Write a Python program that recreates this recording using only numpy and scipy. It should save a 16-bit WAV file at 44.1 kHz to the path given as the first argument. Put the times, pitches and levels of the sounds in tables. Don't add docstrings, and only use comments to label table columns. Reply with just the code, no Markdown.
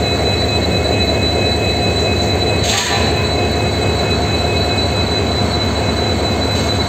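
import sys
import numpy as np
from scipy import signal
from scipy.fft import rfft, irfft, next_fast_len
from scipy.io import wavfile
from scipy.ndimage import uniform_filter1d, minimum_filter1d

SR = 44100
rng = np.random.default_rng(int(sys.argv[2]) if len(sys.argv) > 2 else 0)


def gain_from_decibels(decibels):
    exponent = np.asarray(decibels, float) / 20
    return 10 ** exponent


def output_pcm(signal):
    pcm = np.clip(np.atleast_2d(signal).T, -1, 1) * 32767
    wavfile.write(sys.argv[1], SR, np.round(pcm).astype(np.int16))


N = 303496
T = np.arange(N) / SR

CRANK_HZ = 4.5066
# (strength [dB], lag along the manifold [ms])
CYLINDERS = [(-40.0, -2.37), (-44.1, -3.71), (-38.0, -3.85), (-36.5, 3.93), (-34.4, -3.97), (-37.9, 3.68),
             (-36.5, -2.49), (-39.4, 4.34), (-37.9, 1.3), (-42.5, -0.2), (-40.6, -0.79), (-44.7, -3.59),
             (-41.6, 0.5), (-37.6, -1.68), (-51.3, 5.89), (-39.5, -0.82)]
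# (multiple of crank speed, level [dB rms], change once the listener has turned [dB])
CASING_HUM = [(33, -38.7, 0), (40, -36.0, 0), (43, -35.2, 0), (48, -38.7, 0), (49, -35.8, 0),
              (52, -38.7, 0), (58, -38.7, 0), (60, -35.7, 0), (79, -35.9, 0), (80, -38.7, 0),
              (88, -36.1, -2), (90, -38.6, 0), (91, -39.4, 0), (92, -37.4, 0), (94, -33.6, -3),
              (96, -34.2, -11), (97, -39.5, 0), (112, -39.4, 0), (113, -37.8, 0), (146, -35.8, -6),
              (147, -40.3, 0), (156, -42.2, 4), (157, -40.7, 4), (158, -33.7, 3.5)]
FAINT_HUM = [50, 51, 54, 59, 61, 62, 71, 75, 76, 77, 78, 82, 100, 102, 114, 127, 143, 150, 155, 159, 163,
             169]
FAINT_HUM_DB = -44.5
# (frequency [Hz], density [dB per Hz])
ROAR_SPECTRUM = [(40, -34.5), (58, -23), (80, -1.5), (130, -1), (220, -0.5), (300, -2), (420, -1),
                 (700, -2.5), (850, -11.5), (1250, -17.5), (2000, -15), (2400, -18), (3200, -22),
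                 (4400, -22)]
# (time [s], share turned, roar level [dB])
FACING = [(0, 0.05, -18.5), (1.5, 0.01, -19), (2.6, 0.02, -18.5), (3.3, 0.31, -19.5), (4, 0.55, -19.5),
          (4.8, 0.75, -20.5), (5.6, 0.86, -20.5), (6.3, 0.78, -20), (6.88, 1.2, -22.5)]
# (time [s], frequency [Hz], level [dB])
TURBO = [(0, 3985, -24.5), (1.2, 3985.5, -24.5), (2.3, 3987, -25.5), (3.2, 3986, -26), (3.75, 3985, -30),
         (4.4, 3984, -27.5), (5.1, 3990, -25), (6.1, 3989, -28), (6.6, 3989, -25), (6.88, 3989, -26)]
# (multiple, level [dB], blur width [Hz])
TURBO_OVERTONES = [(2, -21.5, 55), (3, -18, 70)]
# (delay [s], level [dB])
TURBO_ECHOES = [(.02, -5), (.045, -7), (.075, -9)]
# (time [s], level [dB])
LOW_GEAR = [(0, -36.5), (.5, -33.5), (1.4, -32.5), (2.5, -33), (3.7, -35), (4.5, -32.5), (4.9, -32.5),
            (5.4, -46), (5.8, -40), (6.7, -41), (6.88, -55)]
# (time [s], level [dB])
HIGH_GEAR = [(0, -52), (.44, -42), (.9, -51.5), (1.3, -51), (2.1, -53), (2.5, -41), (3.1, -39), (3.7, -49),
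             (4.7, -38.5), (5.18, -46), (5.5, -40), (6.2, -56), (6.88, -46.5)]
LOOSE_HZ = [700, 995, 2117, 2162, 2188, 4980, 5110, 5437, 5884, 6799]
# (width [Hz], level [dB])
LOOSE_TONES = [(40, -38.5), (19, -46), (20, -43.5), (40, -41.5), (26, -41), (8, -57), (10, -62.5), (6, -49),
               (8, -56), (20, -53)]
# (frequency [Hz], density [dB per Hz])
JET_SPECTRUM = [(1500, -11), (2500, -2), (3500, -0.5), (4500, 0.5), (7000, -3), (10000, 3), (13000, -1.5),
                (16000, -4.5)]
# (frequency [Hz], width [Hz], level [dB])
VALVE_CAVITY = [(3000, 78, -2.5), (3600, 220, 1), (4320, 500, -12), (6590, 600, 1), (7480, 250, 1.5),
                (12200, 1000, 1.5)]
# (time [s], level [dB], sag [dB per s], open time [s])
SPITS = [
    (1.994, -33, 120, .08),
    (2.22, -31.5, 105, .09),
]
# (frequency [Hz], gain [dB])
SPIT_COLOUR = [(4000, -18), (5600, 0), (7500, -2), (9000, -4), (13000, -3)]
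# (time [s], level [dB], sag [dB per s], open time [s])
PUFFS = [
    (2.64, -27, 11, 0.134),
    (2.692, -22, 300, 0.094),
    (2.776, -22, 58, 0.33),
]
# (time [s], peak level [dB], frequency [Hz], t60 [s])
TICKS = [
    (2.305, -35, 15300, .03),
    (2.36, -49, 15400, 0.024),
    (3.516, -25, 13600, .003),
    (3.5195, -31, 13500, .003),
    (5.92, -43, 13200, 0.017),
    (6.36, -44, 13100, .02),
    (6.445, -40, 13100, 0.033),
    (6.82, -43, 13500, .01),
]
# (time [s], level [dB])
PIPE_FLOW = [(2.7, -49), (2.738, -26.5), (2.79, -31), (2.9, -28), (3.0, -33), (3.07, -33.5), (3.15, -38),
             (3.3, -45)]
# (frequency [Hz], width [Hz], level [dB])
PIPE_MODES = [(1350, 22, -4), (1536, 18, -4), (1700, 25, -3), (1773, 30, 0), (1880, 36, -2), (2013, 27, -2),
              (2390, 45, -3), (2870, 140, -8), (4215, 60, -3)]
# (middle [s], length [s], frequency [Hz], level [dB])
TOOTS = [(2.76, .12, 798, -25), (2.95, .12, 800, -26), (3.08, .16, 806, -29), (2.85, .24, 977, -28),
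         (3.02, .1, 975, -34), (2.77, .13, 1165, -30), (2.94, .2, 1172, -35), (2.86, .1, 1026, -36),
         (3.02, .2, 1026, -32), (3.23, .2, 1024, -35), (3.42, .22, 1030, -38)]
# (time [s], level [dB], sag [dB per s], open time [s])
LEAKS = [
    (6.3, -48, -22, 0.27),
    (6.554, -25.5, 22, .13),
    (6.69, -33, 40, .2),
    (6.742, -39, 56, 0.4),
]
# (frequency [Hz], width [Hz], level [dB])
SQUEAL_MODES = [(3000, 90, -9), (3600, 120, -7), (5600, 150, -4), (6470, 150, 0), (7500, 80, 1),
                (8300, 200, -4), (8800, 150, 0), (13100, 500, 0), (14200, 120, -2), (14600, 120, -3)]
STEP_HZ = [4720, 4790, 6070, 6140, 7560, 7660, 7730, 8470, 8580, 10300, 10900, 11480, 11640, 12800, 15720,
           15860]
STEP_DB = [0.5, -9.5, -7.5, -1, -2, 1.5, -6, -7.5, -22, -35.5, -41, -48.5, -21.5, -21.5, -22, -62.5]


def evened(x):
    return x / np.sqrt(np.mean(abs(x) ** 2) + 1e-20)


def read(points, hz):
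    f, value = np.transpose(points)
    return np.interp(np.log(hz + 1), np.log(f + 1), value)


def level(rows):
    s, db = np.transpose(rows)
    return gain_from_decibels(np.interp(T, s, db, left=-120, right=-120))


def coloured(x, points):
    size = next_fast_len(N)
    gain = gain_from_decibels(read(points, np.fft.rfftfreq(size, 1 / SR)))
    return irfft(rfft(x, size) * gain, size)[:N]


def white():
    return rng.standard_normal(N)


def wobble(width_hz):
    r = np.exp(-np.pi * width_hz * 10 / SR)
    z = [1, 1j] @ rng.standard_normal((2, N // 10 + 2))
    for _ in range(2):
        z = signal.lfilter([1], [1, -r], z)
    return np.interp(np.arange(N) / 10, np.arange(len(z)), evened(z))


def tone(hz):
    turns = (np.cumsum(hz * np.ones(N)) / SR + rng.random()) % 1
    angle = (2 * np.pi * turns).astype(np.float32)
    return np.sqrt(2) * (np.cos(angle) + 1j * np.sin(angle))


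def crank_swing(share, multiple=1):
    return np.cos(2 * np.pi * (multiple * CRANK_HZ * T - share))


def share_turned():
    return np.interp(T, *np.transpose(FACING)[:2])


def modes(table):
    return evened(sum(gain_from_decibels(db) * np.sqrt(w) * (tone(hz) * wobble(w)).real for hz, w, db in table))


def puffs(rows):
    open_s, shut_s = 0.011, 0.02
    gain = 0
    for s, db, sag, length in rows:
        opening = np.clip(1 + (T - s) / open_s, 0, 1) ** 2
        shutting = np.clip(1 + (s + length - T) / shut_s, 0, 1) ** 2
        gain = gain + gain_from_decibels(db - sag * np.maximum(T - s, 0)) * opening * shutting
    return gain


def exhaust():
    pulses = np.zeros(N + SR)
    turns = np.arange(int(N / SR * CRANK_HZ) + 3)
    for k, (db, lag_ms) in enumerate(CYLINDERS):
        s = (turns + k / len(CYLINDERS)) / CRANK_HZ + lag_ms / 1000
        at = np.round((s + 0.5 - 2 / CRANK_HZ) * SR).astype(int)
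        pulses[at[at < len(pulses)]] += gain_from_decibels(db) * SR / (2 * CRANK_HZ)
    silencer = np.vstack([signal.butter(4, 70, "high", fs=SR, output="sos"),
                          signal.butter(4, 108, "low", fs=SR, output="sos")])
    edges = [(47, -35), (54, 5), (59, -12), (68, 0), (137, 0), (142, -25)]
    return coloured(signal.sosfilt(silencer, pulses)[SR // 2:][:N], edges)


def casing():
    turned = share_turned() - 0.25
    hum = 0
    for k, db, change in CASING_HUM + [(k, FAINT_HUM_DB, 0) for k in FAINT_HUM]:
        swell = 0.88 + 0.38 * wobble(0.32)
        hum = hum + gain_from_decibels(db + turned * change) * (tone(k * CRANK_HZ) * swell).real
    return hum


def roar():
    size, hop = 1024, 256
    frames, hz = N // hop + 5, np.fft.rfftfreq(size, 1 / SR)
    a, b, patches = rng.standard_normal((frames, size // 2 + 1, 3)).T
    patches = evened(uniform_filter1d(uniform_filter1d(patches, 14, 0), 10, 1))
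    s, turned, db = np.transpose(FACING)
    t = np.arange(frames) * hop / SR

    def turning(before_db, after_db):
        return np.interp(t, s, before_db + (after_db - before_db) * turned)

    mid = read([(700, 0), (900, 1), (1500, 1), (1900, 0)], hz)[:, None]
    top = read([(1900, 0.073), (2400, 0.94), (5000, 2.0), (8000, 0.29)], hz)[:, None]
    fizz = read([(12850, 0), (12950, 1)], hz)[:, None]
    field_db = read(ROAR_SPECTRUM, hz)[:, None] + 0.93 * patches
    field_db += mid * turning(0.5, 6.5) + top * turning(-1.25, 1)
    field_db += fizz * (turning(1.5, -0.8) + 1.2 * rng.standard_normal(frames))
    noise = signal.istft((a + 1j * b) * gain_from_decibels(field_db), nperseg=size, noverlap=size - hop)[1][:N]
    return gain_from_decibels(np.interp(T, s, db)) * coloured(evened(noise), [(40, -8), (52, -14), (68, 0)])


def turbo():
    s, hz, db = np.transpose(TURBO)
    swing_hz, fastest_share = 10.5, 0.15

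    def heard(delay_s):
        return np.interp(T, s, hz) + swing_hz * crank_swing(fastest_share + CRANK_HZ * delay_s)

    blades = tone(heard(0)) * (0.75 + 0.4 * wobble(17)) * (1 + 0.4 * crank_swing(0.8, 3))
    for delay_s, echo_db in TURBO_ECHOES:
        blades = blades + gain_from_decibels(echo_db) * tone(heard(delay_s)) * wobble(1.57)
    blades = blades / np.sqrt(uniform_filter1d(abs(blades) ** 2, size=13000) / 2)
    overtones = sum(gain_from_decibels(-16.5 + over_db) * tone(k * heard(0)) * (0.3 + wobble(w))
                    for k, over_db, w in TURBO_OVERTONES)
    skirt = tone(heard(0)) * wobble(100)
    return (gain_from_decibels(np.interp(T, s, db) + 0.55) * blades + gain_from_decibels(-31.0) * skirt + overtones).real


def gear(rows, hz, swing_hz, fastest_share, depth_db, crest_share, blur):
    s, db = np.transpose(rows)
    pitch = hz + swing_hz * crank_swing(fastest_share)
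    swell = gain_from_decibels(depth_db * (np.tanh(2 * crank_swing(crest_share)) - 0.53))
    return gain_from_decibels(np.interp(T, s, db) + 3.0) * (tone(pitch) * swell * (1 + blur * wobble(11))).real


def gears():
    low = gear(LOW_GEAR, 2558.9, 10.5, 0.96, 4.8, 0.45, 0.28)
    high = gear(HIGH_GEAR, 4326, 6, 0.95, 6.5, 0.84, 0.5)
    loose = sum(gain_from_decibels(db) * (tone(hz) * wobble(w)).real for hz, (w, db) in zip(LOOSE_HZ, LOOSE_TONES))
    side = gain_from_decibels(-35.5) * tone(705) * wobble(40) + gain_from_decibels(-52) * tone(5625) * wobble(9)
    side = side + gain_from_decibels(-44) * tone(2562) * (0.7 + 0.5 * wobble(14))
    throb = 1 + 0.8 * crank_swing(0.87)
    rattle = throb * sum(tone(hz) * wobble(18) for hz in (4345, 4370)).real
    return low + high + gain_from_decibels(-46.5) * rattle + loose + share_turned() * side.real


def valve_jet(sputter):
    jet = evened(coloured(white(), JET_SPECTRUM)) + 0.5 * modes(VALVE_CAVITY)
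    return sputter * gain_from_decibels(9.0) * (jet * puffs(PUFFS) + coloured(jet, SPIT_COLOUR) * puffs(SPITS))


def ticks():
    out, t = np.zeros(N), np.arange(1500) / SR
    for s, db, hz, t60 in TICKS:
        attack = np.minimum(t / (t60 / 10), 1)
        out[round(s * SR):][:len(t)] += gain_from_decibels(db + 25 - 60 * t / t60) * np.sin(2 * np.pi * hz * t) * attack
    return out


def drain_pipe(sputter):
    rush_spectrum = [(700, -20), (900, -8), (1800, 8), (3000, 1.5), (4600, 0.5), (6000, -19)]
    rush = evened(coloured(white(), rush_spectrum))
    toots = sum(gain_from_decibels(db) * np.exp(-8 * ((T - s) / length) ** 2) * tone(hz) for s, length, hz, db in TOOTS)
    toots = (toots * (1.0 + 0.55 * wobble(60))).real
    return level(PIPE_FLOW) * (gain_from_decibels(3.0) * modes(PIPE_MODES) + gain_from_decibels(2.5) * sputter * rush) + toots


def leak():
    hiss = evened(coloured(white(), JET_SPECTRUM))
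    return gain_from_decibels(-2.0) * puffs(LEAKS) * (gain_from_decibels(3) * hiss + gain_from_decibels(1) * modes(SQUEAL_MODES))


def air():
    sputter = gain_from_decibels(1.8 * wobble(130).real)
    return valve_jet(sputter) + drain_pipe(sputter) + leak()


def scene():
    middle_s, width_s, depth_db = 2.827, 0.09, -7.5
    duck = gain_from_decibels(depth_db * np.exp(-((T - middle_s) / width_s) ** 2))
    machinery = duck ** 1.5 * exhaust() + duck * (gain_from_decibels(0.2) * casing() + roar() + gears())
    return (machinery + duck ** 0.99 * turbo() + air() + ticks())[None]


def limited(x):
    ceiling, window = 0.72, 201
    gain = np.minimum(ceiling / (abs(x) + 1e-9), 1)
    return x * uniform_filter1d(minimum_filter1d(gain, size=window), size=window)


def top_cut(x):
    return signal.sosfilt(signal.butter(12, 15910, fs=SR, output="sos"), x)


def record(dry):
    stepped = coloured(dry[0], list(zip(STEP_HZ, STEP_DB)))
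    return top_cut(limited(stepped)[None])


dry = scene()
out = record(dry)
output_pcm(out)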